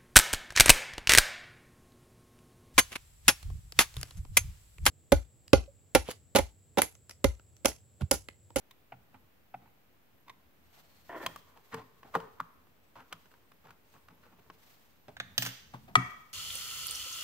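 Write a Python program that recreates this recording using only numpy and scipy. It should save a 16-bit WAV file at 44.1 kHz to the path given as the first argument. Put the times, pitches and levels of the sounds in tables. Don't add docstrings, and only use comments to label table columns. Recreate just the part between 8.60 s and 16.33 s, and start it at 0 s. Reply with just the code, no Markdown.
import sys
import numpy as np
from scipy import signal
from scipy.fft import rfft, irfft, next_fast_len
from scipy.io import wavfile
from scipy.ndimage import map_coordinates

SR = 44100
rng = np.random.default_rng(int(sys.argv[2]) if len(sys.argv) > 2 else 0)


def linear_from_db(decibels):
    return 10 ** (np.asarray(decibels, float) / 20)


def output_pcm(signal):
    pcm = np.clip(np.atleast_2d(signal).T, -1, 1) * 32767
    wavfile.write(sys.argv[1], SR, np.round(pcm).astype(np.int16))


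N = 340893

# start in seconds, peak in dB, main ring in Hz, bright crack in dB.
TIP_CLICKS = [(.3205, -33.5, 746, -52.5), (.337, -47.5, 790, -40), (.543, -47, 900, -36),
              (.9405, -32, 790, -42), (1.056, -55, 950, -30), (1.075, -54, 920, -30)]
# start in seconds, peak in dB, main ring in Hz, bright crack in dB.
BLADE_SLIPS = [(.1095, -47, 3650, -8.5), (.11, -50, 1035, -12), (1.681, -44, 1100, -22),
               (1.696, -38, 1020, -20)]
# peak time in seconds, peak in dB, main ring in Hz, thud in dB, T60 in seconds.
DRIVER_TURNS = [(.552, -53, 920, 0.5, 0.099), (1.026, -59.5, 810, 1.5, 0.21), (1.688, -51, 990, -18, 0.15),
                (2.174, -56, 690, -14, 0.18)]
# centre in Hz, width in Hz, level in dB.
SHAFT_PEAKS = [(744, 86, 0), (950, 163, -2.5), (1430, 160, -4), (2130, 370, -5), (2640, 380, -4)]
# centre in Hz, width in Hz, level in dB.
SCREW_PEAKS = [(1980, 130, -2.5), (2700, 460, -10), (3650, 260, -7)]

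# start in seconds, peak in dB, main ring in Hz, bright crack in dB.
COVER_KNOCKS = [(2.6625, -22, 1040, -12), (2.663, -22.5, 3300, -8.5), (2.76, -35.5, 1182, -10.5),
                (3.142, -32, 1150, -20), (3.143, -31.5, 1818, -12.5), (3.431, -40.5, 1100, -33),
                (3.602, -38.5, 926, -17.5), (4.526, -31, 3100, -17.5), (4.527, -34, 1320, -13),
                (5.9, -37, 1080, -30.5)]
# start in seconds, peak in dB, main ring in Hz, bright crack in dB.
SEATING_SNAPS = [
    (3.5505, -23, 950, -26),
    (3.5525, -16.5, 1150, -27),
    (3.558, -22, 850, -33),
    (3.563, -28, 1150, -31),
    (3.7985, -37.5, 1220, -36),
    (3.802, -21, 1184, -27),
    (3.809, -32, 1263, -35),
]
# start in seconds, peak in dB, main ring in Hz.
FINGER_TICKS = [(2.973, -47.5, 902), (4.07, -56.5, 366), (4.165, -65, 460), (4.404, -46.5, 1280),
                (4.657, -50, 1540), (4.715, -51, 1400), (4.739, -51.5, 1630), (4.918, -47, 1270),
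                (5.07, -47.5, 1580), (5.106, -43, 1450), (5.134, -62, 299), (5.34, -50, 1000),
                (5.364, -54, 309), (5.485, -45, 1070), (5.509, -57, 702), (5.665, -51.5, 463),
                (5.794, -53, 700), (5.863, -57, 400)]
# start in seconds, peak in dB.
LID_BLOWS = [
    (3.1405, -30.5),
    (3.551, -24.5),
    (3.568, -36.5),
]
# time in seconds, level in dB.
JUDDER_LEVEL = [(2.4915, -120), (2.493, -43), (2.515, -49), (2.535, -44.5), (2.565, -46), (2.58, -65),
                (2.6, -90)]
# time in seconds, level in dB.
SLIDE_LEVEL = [(2.492, -120), (2.493, -45), (2.575, -42.5), (2.595, -48), (2.633, -43), (2.655, -46),
               (2.7, -56), (2.8, -74)]
# time in seconds, level in dB.
RUB_LEVEL = [(2.8, -74.5), (3.49, -70), (3.64, -53.5), (3.73, -69), (4.34, -90), (4.56, -76.5),
             (5.2, -83.5), (5.78, -72.5), (6.0, -73)]
# peak time in seconds, peak in dB, main ring in Hz, thud in dB, T60 in seconds.
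SKIN_SCUFFS = [(2.633, -41, 1810, -13, 0.082), (2.871, -54.5, 1080, -23, 0.48),
               (2.964, -50.5, 880, -14, 0.127), (3.119, -52, 1100, -16, 0.092),
               (3.131, -38.5, 1820, -13, 0.067), (3.134, -37, 1070, -4, 0.14),
               (3.174, -39.5, 1050, -8, 0.094), (3.186, -42, 900, -10, 0.088), (3.199, -42, 1040, -9, 0.11),
               (3.218, -46.5, 995, -7, .15), (3.547, -28, 1084, -31.5, 0.043), (3.622, -54, 920, 2, 0.205),
               (3.787, -53, 1120, -16, 0.09), (4.375, -47, 900, -17, .2), (4.395, -47, 1420, -17, 0.2),
               (4.519, -46, 1180, -8, 0.19), (4.719, -54, 1190, -13, 0.23), (5.048, -48, 900, -6, 0.3),
               (5.085, -50, 1400, -10, .2), (5.35, -52, 1100, -10, .2), (5.505, -53, 900, -3, 0.26),
               (5.637, -51.5, 1388, -18, 0.3), (5.731, -53.5, 900, -4, 0.053), (5.791, -54, 670, -7, 0.083)]
# peak time in seconds, peak in dB, main ring in Hz, thud in dB, T60 in seconds.
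COVER_SHOVES = [(3.447, -48, 750, -9.5, 0.29), (3.556, -24.5, 515, -14, 0.1), (4.356, -42, 945, -13, 0.249),
                (6.483, -40, 630, -6.5, 0.093)]
# centre in Hz, width in Hz, level in dB.
CASE_PEAKS = [(460, 150, -9), (1847, 300, -10), (2450, 400, -17), (3100, 520, -11.5), (4200, 700, -22)]
# centre in Hz, width in Hz, level in dB.
SLIDING_PEAKS = [(318, 73, 0.5), (600, 200, -4), (1000, 140, -2), (1400, 80, -5), (1830, 120, -2),
                 (3300, 330, -9)]
# centre in Hz, width in Hz, level in dB.
SEATED_PEAKS = [(438, 49, 5), (918, 53.4, -2), (1070, 113, 0.5), (1530, 27.3, -5), (1740, 90, -10),
                (2840, 180, -22.5), (4540, 41.6, -31.5)]
# frequency in Hz, level in dB, T60 in seconds.
LID_MODES = [(266, -13, 0.098), (448.3, -1, 0.14), (900, -4.5, .06), (1150, -6, 0.045), (1400, -7.5, 0.049),
             (1860, -7.5, .05), (2480, -19, 0.034)]
# frequency in Hz, level in dB, T60 in seconds.
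FRAME_MODES = [(80.4, -11.5, 0.082), (113.94, 2, 0.102), (169, 2.5, 0.13), (256.4, 3, 0.069)]

# start in seconds, peak in dB, main ring in Hz, bright crack in dB.
PICK_UPS = [
    (6.5675, -33, 1700, -36),
    (6.6, -20.5, 1630, -30),
]
# start in seconds, peak in dB, main ring in Hz, bright crack in dB.
DROP_HITS = [
    (6.7796, -11, 3470, -13),
    (6.822, -20, 1610, -8.5),
    (6.829, -27, 3300, -12),
    (6.851, -26, 1567, -12.5),
    (6.862, -24, 1680, -14.5),
    (6.87, -31.5, 3400, -11),
    (6.888, -34.5, 1900, -14.5),
]
# centre in Hz, width in Hz, level in dB.
TRAY_PEAKS = [(1600, 180, -3), (2500, 810, -6.5), (3680, 400, 0), (4700, 490, -10), (6200, 900, -9)]
# centre in Hz, width in Hz, level in dB.
PART_PEAKS = [(700, 250, -11), (1700, 290, -3), (2660, 900, -5), (3610, 530, -2.5), (4770, 480, -7.5),
              (6200, 660, -3), (9100, 1200, -13.5), (10900, 1200, -12)]
# frequency in Hz, level in dB, T60 in seconds.
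STEEL_MODES = [(5760, -10, .15), (9367, -14, .3), (11320, -17, .24), (12880, -19, .26), (13935, 0, .4),
               (14510, -10, .2), (14720, -3, .25), (15200, -10, .15)]

# start in seconds, peak in dB.
KNUCKLE_KNOCKS = [
    (7.3545, -4),
]
# peak time in seconds, peak in dB, main ring in Hz, thud in dB, T60 in seconds.
HAND_GROPES = [
    (7.144, -35, 927, -2.5, 0.085),
    (7.286, -45.5, 715, -7, 0.16),
]
# frequency in Hz, level in dB, T60 in seconds.
BOX_MODES = [(397, -22, .12), (741, -12, 0.045), (1066, -10, .025), (1249, 0, .026), (1460, -14, .015),
             (1930, -5, .028), (2270, -8, .028), (2690, -15, .015), (3300, -11, .01), (6120, -22, .007)]
# frequency in Hz, level in dB, T60 in seconds.
HAND_BENCH_MODES = [(124, -4.5, .15), (199, 0, 0.13)]
# frequency in Hz, level in dB, T60 in seconds.
BENCH_MODES = [(124.4, 0.5, 0.19), (183, -7, .2), (263.8, -6.5, .16), (330.6, -17, 0.17)]
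# frequency in Hz, T60 in seconds.
SHOP_T60_S = [(150, 0.65), (1000, 0.65), (2700, 0.67), (6000, 0.66), (12000, 0.4)]

# fastest moment in seconds, level in dB, seconds to fall by 10 dB.
SLEEVE_MOVES = [(2.07, -72.5, 0.01), (2.17, -64, 0.07), (2.38, -70, 0.29), (2.64, -57, 0.12),
                (3.13, -67.5, 0.14), (3.57, -67, 0.16), (4.38, -81, 0.36), (4.63, -74.5, 0.1851),
                (5.06, -76, 0.08), (5.33, -69.5, 0.08), (5.65, -78.5, 0.1), (6.09, -65.5, 0.28),
                (6.75, -73, 0.0646), (7.12, -75, 0.44), (7.55, -68, 0.25)]
# fastest moment in seconds, level in dB, seconds to fall by 10 dB.
WEIGHT_SHIFTS = [(.47, -72.5, .3), (1.03, -72.5, 0.13), (1.9, -74, .6), (2.65, -59, 0.13),
                 (3.65, -69.5, 0.402), (4.61, -78.5, 0.256), (5.68, -73, 0.334), (6.3, -80, 0.57),
                 (6.69, -63, 0.13), (7.22, -59.5, 0.16), (7.45, -57, 0.11)]
# centre time in seconds, length in seconds, pitch in Hz, level in dB.
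WIRE_SQUEAKS = [(2.36, .28, 4250, -75), (2.3, .2, 8200, -84), (4.27, .1, 7900, -81), (4.72, .06, 8000, -81),
                (4.88, .08, 8400, -80), (5.33, .12, 6500, -78), (5.36, .2, 8300, -79)]
# first call in seconds, count of calls, pitch in Hz, first and second note in dB.
INSECT_CALLS = [(.44, 4, 11400, -80, -79), (2.43, 7, 11600, -78, -78), (6.27, 3, 11800, -77, -77)]
# frequency in Hz, density in dB per Hz.
HISS_SPECTRUM = [(15, -21), (30, -3), (60, -0.5), (120, -2.5), (300, 0), (1000, -6.5), (2500, -10),
                 (5000, -19.5), (8000, -23), (10300, -25), (11500, -17.5), (15700, -12.5), (16000, -56.5)]
# frequency in Hz, density in dB per Hz.
CLOTH_SPECTRUM = [(200, -28), (600, 5.5), (1500, 1.5), (4000, 0), (8000, -6), (10500, -12), (12500, -1.5),
                  (15700, -2.5), (16000, -52)]
# frequency in Hz, density in dB per Hz.
RUMBLE_SPECTRUM = [(20, -19), (45, -13), (75, 3), (130, -2.5), (250, -3.5), (500, -39)]
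# frequency in Hz, likeness from 0 to 1.
HISS_ALIKE = [(60, 0.6), (130, 0), (400, 0.28), (1400, 0)]


def unit(x):
    return x / np.sqrt(np.mean(x ** 2) + 1e-20)


def peak(x):
    return x / np.abs(x).max()


def along(points, hz):
    f, v = np.transpose(points)
    return np.interp(np.log(hz + 1), np.log(f + 1), v)


def curve(rows):
    s, db = np.transpose(rows)
    return linear_from_db(np.interp(np.arange(N) / SR, s, db, left=-200, right=-200))


def wobble(rate_hz):
    knots = rng.standard_normal(int(N * rate_hz / SR) + 4)
    return map_coordinates(knots, [np.arange(N) * rate_hz / SR])


def filtered(x, response):
    n = x.shape[-1]
    m = next_fast_len(n + 4096)
    return irfft(rfft(x, m) * response(np.fft.rfftfreq(m, 1 / SR)), m)[..., :n]


def body(peaks):
    def response(f):
        total = 0
        for k, (hz, width_hz, db) in enumerate(peaks):
            damping = 1j * f * width_hz
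            total = total + (-1) ** k * linear_from_db(db) * damping / (hz * hz - f * f + damping)
        return total
    return response


def pair(n, alike):
    shared, left, right = rng.standard_normal((3, n))
    alike = np.clip(alike, 0, 1)
    return np.sqrt(alike) * shared + np.sqrt(1 - alike) * np.array([left, right])


def ringing(modes, t, attack_s):
    ring = 0
    for hz, db, t60_s in modes:
        ring = ring + linear_from_db(db + rng.standard_normal() - 60 * t / t60_s) * np.sin(2 * np.pi * hz * t)
    return ring * (1 - np.exp(-t / attack_s))


def shop(x):
    length_s = .7 if np.abs(x).max() > linear_from_db(-32) else .3
    hz, t, z = signal.stft(rng.standard_normal((2, int(length_s * SR))), SR, nperseg=256)
    decay = linear_from_db(-60 * t / along(SHOP_T60_S, hz)[:, None])
    tail = signal.istft(z * decay, SR, nperseg=256)[1]
    tail = tail * (1 - np.exp(-np.arange(tail.shape[1]) / SR / 0.0028))
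    return signal.fftconvolve(x, tail / np.linalg.norm(tail[0]), axes=1)


def add(out, s, near, thud, room_db, afar=None):
    answer = linear_from_db(room_db) * shop(near if afar is None else afar)
    for sound in near, thud, answer:
        out[:, round(s * SR):][:, :sound.shape[-1]] += sound


def placed(x, lag_samples, pan_db):
    side = np.array([[.5], [-.5]])
    return linear_from_db(side * pan_db) * filtered(x, lambda hz: np.exp(-2j * np.pi * hz * side * lag_samples / SR))


def contacts(events, peaks, under, body_db, broad_db, q, rise_s, firm, hard_hz, room_db, thud_db, t60_s,
             longer_low, order=1):
    out = np.zeros((2, N + 2 * SR))
    long = np.arange(SR // 3) / SR
    t = long[:SR // 8]
    thud_growth = 0.63
    bright = body([(4965, 7600, 0.89), (15070, 1700, 1.8)])
    rest = body(peaks)
    for s, db, hz, crack_db in events:
        decay_s = np.clip(t60_s * (1000 / hz) ** longer_low, .003, .2)
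        shape = linear_from_db(-60 * t / decay_s) * (1 - np.exp(-t / rise_s))
        ring = body([(hz, hz / q, 0)])
        broad = body([(hz, 2 * hz, broad_db)])
        push = firm * (t == 0) + pair(len(t), 0.84) * shape
        own_push = push / 2 + pair(len(t), 0.68) * shape
        own = filtered(own_push, lambda f: ring(f) ** order + broad(f))
        knock = linear_from_db(body_db) * filtered(push, rest) + own
        knock = filtered(knock, lambda f: 1 / (1 + 1j * f / hard_hz) ** 2)
        crack = filtered(shape ** 1.32 * pair(len(t), 1 / 2), bright)
        near = peak(knock) + linear_from_db(crack_db + 8.0) * peak(crack)
        thud = linear_from_db(thud_db + thud_growth * db) * ringing(under, long, 0.017)
        add(out, s, linear_from_db(db) * near, thud, room_db)
    return out[:, :N]


def scuffs(events, peaks, under, rise_s):
    out = np.zeros((2, N + 2 * SR))
    t = np.arange(SR // 3) / SR
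    low = body([(hz, np.log(1000) / np.pi / decay_s, db) for hz, db, decay_s in under])
    for s, db, hz, thud_db, t60_s in events:
        shape = np.clip(t / rise_s, 0, 1) ** 2 * linear_from_db(-60 * np.clip(t - rise_s, 0, 1) / t60_s)
        colour = body([(hz, hz / 6, 0), (0.89 * hz, 2 * hz, -10)])
        lumps = rng.standard_normal(len(t) // 128 + 1).repeat(128)[:len(t)]
        grit = shape * np.exp(lumps / 3)
        soft = lambda f: (colour(f) + linear_from_db(-11.0) * body(peaks)(f)) / (1 + 1j * f / 2500) ** 2 + linear_from_db(-42.5)
        near = filtered(grit * pair(len(t), 0.681), soft)
        thud = filtered(shape * pair(len(t), 1.0), low)
        add(out, s - rise_s, linear_from_db(db) * peak(near), linear_from_db(db + thud_db) * peak(thud), room_db=-17.5)
    return out[:, :N]


def struck(events, modes, under, crack_db, room_db, thud_db, thud_late_s, low_hz):
    out = np.zeros((2, N + 2 * SR))
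    t = np.arange(SR // 3) / SR
    small = lambda f: (1j * f / (low_hz + 1j * f)) ** 2
    dull = lambda f: small(f) / (1 + 1j * f / 4500) ** 2
    for s, db in events:
        ring = np.array([ringing(modes, t, 0.00059), ringing(modes, t, 0.00061)])
        ring = peak(filtered(ring, small))
        crack = linear_from_db(crack_db) * peak(filtered(linear_from_db(-60 * t / .035) * pair(len(t), 0.69), dull))
        even = filtered(np.array([t == 0, t == 0]) * 1., dull)
        afar = ring + even * np.linalg.norm(crack) / np.linalg.norm(even)
        thud = np.pad(ringing(under, t, .008), (round(thud_late_s * SR), 0))
        add(out, s, linear_from_db(db) * (ring + crack), linear_from_db(db + thud_db) * thud, room_db, linear_from_db(db) * afar)
    return out[:, :N]


def judder():
    slip_hz = 685 * (1 + .025 * wobble(60))
    phase = 2 * np.pi * np.cumsum(slip_hz) / SR
    return curve(JUDDER_LEVEL) * linear_from_db(2.5 * wobble(120)) * (np.sin(phase) + linear_from_db(-13) * np.sin(2 * phase))


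def scrape(rows, peaks):
    grit = linear_from_db(2.5 * wobble(300)) * pair(N, .85)
    wall = lambda f: 1 / (1 + 1.1j * f / 2200 - (f / 2200) ** 2) ** 2
    return curve(rows) * unit(filtered(grit, lambda f: body(peaks)(f) * wall(f)))


def cover():
    knocks = contacts(COVER_KNOCKS, CASE_PEAKS, FRAME_MODES, body_db=-3.0, broad_db=-10.0, q=10.17,
                      rise_s=0.00041, firm=9, hard_hz=2882, room_db=-18.0, thud_db=-33.5, t60_s=0.027,
                      longer_low=0)
    snaps = contacts(SEATING_SNAPS, CASE_PEAKS[1:], FRAME_MODES, body_db=-13.5, broad_db=-20, q=2.6,
                     rise_s=0.0008, firm=11.2, hard_hz=2200, room_db=-17, thud_db=-30.5, t60_s=.014,
                     longer_low=0, order=2)
    tick_crack_db = -17
    ticks = contacts([(*row, tick_crack_db) for row in FINGER_TICKS], CASE_PEAKS, FRAME_MODES, body_db=-2,
                     broad_db=-7.5, q=5, rise_s=0.00047, firm=6.2, hard_hz=3100, room_db=-15, thud_db=-35,
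                     t60_s=.024, longer_low=0)
    blows = struck(LID_BLOWS, LID_MODES, FRAME_MODES, crack_db=-25, room_db=-16, thud_db=-27,
                   thud_late_s=0.0061, low_hz=150)
    slides = judder() + scrape(SLIDE_LEVEL, SLIDING_PEAKS) + scrape(RUB_LEVEL, SEATED_PEAKS)
    skin = scuffs(SKIN_SCUFFS, SEATED_PEAKS, FRAME_MODES, rise_s=0.02)
    shoves = scuffs(COVER_SHOVES, SEATED_PEAKS, FRAME_MODES, rise_s=.003)
    return knocks + snaps + ticks + blows + slides + skin + shoves


def screwdriver():
    clicks = contacts(TIP_CLICKS, SHAFT_PEAKS, BENCH_MODES, body_db=-3.0, broad_db=-17, q=3.5, rise_s=0.003,
                      firm=1.5, hard_hz=2100, room_db=-17, thud_db=-28, t60_s=0.025, longer_low=0.83, order=2)
    turns = scuffs(DRIVER_TURNS, SEATED_PEAKS, FRAME_MODES, rise_s=0.04)
    slips = contacts(BLADE_SLIPS, SCREW_PEAKS, BENCH_MODES, body_db=-5, broad_db=-16.5, q=5.5, rise_s=0.0012,
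                     firm=4.7, hard_hz=4500, room_db=-17.5, thud_db=-40, t60_s=.03, longer_low=0, order=2)
    return clicks + turns + slips


def steel():
    out = np.zeros((2, N + SR))
    t = np.arange(SR // 2) / SR
    for s, db, *_ in DROP_HITS:
        bounce_db = -17 * (s > DROP_HITS[0][0])
        out[:, round(s * SR):][:, :len(t)] += linear_from_db(db - 28 + bounce_db) * ringing(STEEL_MODES, t, 0.0176)
    return out[:, :N]


def small_part():
    hits = contacts(DROP_HITS, PART_PEAKS, BENCH_MODES, body_db=0.5, broad_db=-9.0, q=5.3, rise_s=0.000094,
                    firm=5.2, hard_hz=11900, room_db=-10.5, thud_db=-25.0, t60_s=0.083, longer_low=0.77)
    picks = contacts(PICK_UPS, TRAY_PEAKS, BENCH_MODES, body_db=2.0, broad_db=-7.5, q=10, rise_s=0.00009,
                     firm=5, hard_hz=3280, room_db=-13.5, thud_db=-31.5, t60_s=0.0374, longer_low=0)
    return hits + steel() + picks


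def knuckle():
    knock = struck(KNUCKLE_KNOCKS, BOX_MODES, BENCH_MODES, crack_db=-8, room_db=-14, thud_db=-19,
                   thud_late_s=0.0119, low_hz=700)
    return knock + scuffs(HAND_GROPES, SEATED_PEAKS, HAND_BENCH_MODES, rise_s=.016)


def swells(moves, still_db):
    t = np.arange(0, N + 64, 64) / SR
    rise_share = 0.76
    gain = linear_from_db(still_db)
    for s, db, fall_s in moves:
        gain = gain + linear_from_db(db - 10 * np.maximum(t - s, (s - t) / rise_share) / fall_s)
    return np.interp(np.arange(N) / SR, t, gain)


def rush(spectrum, alike):
    turn = lambda hz: np.arccos(np.clip(along(alike, hz), -1, 1)) / 2
    shaping = lambda hz: linear_from_db(along(spectrum, hz)) * [np.cos(turn(hz)), np.sin(turn(hz))]
    mid, side = filtered(rng.standard_normal((2, N)), shaping)
    return unit(np.array([mid + side, mid - side]))


def rasps(rows, width_hz):
    out = np.zeros((2, N))
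    for s, length_s, hz, db in rows:
        t = np.arange(round(length_s * SR)) / SR
        rasp = filtered(rng.standard_normal((2, len(t))), lambda f: np.exp(-(f / width_hz) ** 2))
        tone = np.sin(2 * np.pi * hz * t * (1 + .008 * (t / length_s - 1)))
        start = max(0, round((s - length_s / 2) * SR))
        out[:, start:][:, :len(t)] += linear_from_db(db) * unit(rasp) * tone * np.hanning(len(t)) ** 0.26
    return out


def insect():
    call_every_s, note_gap_s, note_s, note_step_hz = .502, .14, 0.095, 110.3
    notes = []
    for first_s, count, hz, *levels_db in INSECT_CALLS:
        for k in range(round(count)):
            for n in range(2):
                s = first_s + k * call_every_s + n * note_gap_s
                notes.append((s, note_s, hz + n * note_step_hz, levels_db[n]))
    return rasps(notes, width_hz=45)


def background():
    hiss = linear_from_db(-68) * rush(HISS_SPECTRUM, HISS_ALIKE)
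    rumble = linear_from_db(2.3 * wobble(24)) * rush(RUMBLE_SPECTRUM, [(60, 0.82), (300, .4)])
    rumble = swells(WEIGHT_SHIFTS, still_db=-79.5) * rumble
    sleeve = linear_from_db(2.1 * wobble(57)) * rush(CLOTH_SPECTRUM, [(500, 0.2), (5000, 0.073)])
    sleeve = swells(SLEEVE_MOVES, still_db=-89) * sleeve
    return hiss + rumble + sleeve + insect() + rasps(WIRE_SQUEAKS, width_hz=193)


def scene():
    near = placed(cover(), lag_samples=2.0, pan_db=0.3)
    near = near + placed(screwdriver(), lag_samples=2.5, pan_db=-1.0)
    near = near + placed(small_part(), lag_samples=6, pan_db=-2)
    near = near + placed(knuckle(), lag_samples=-10, pan_db=1.8)
    return near + background()


def band_limit(x):
    return signal.sosfilt(signal.butter(12, 17000, fs=SR, output="sos"), x)


def record(dry):
    heard = filtered(dry, lambda hz: .08 + .92 / (1 + (hz / 15950) ** 120))
    heard = heard / (1 + np.abs(heard / .68) ** 4) ** (1 / 4)
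    return band_limit(heard - .0004)


dry = scene()
out = record(dry)
output_pcm(out)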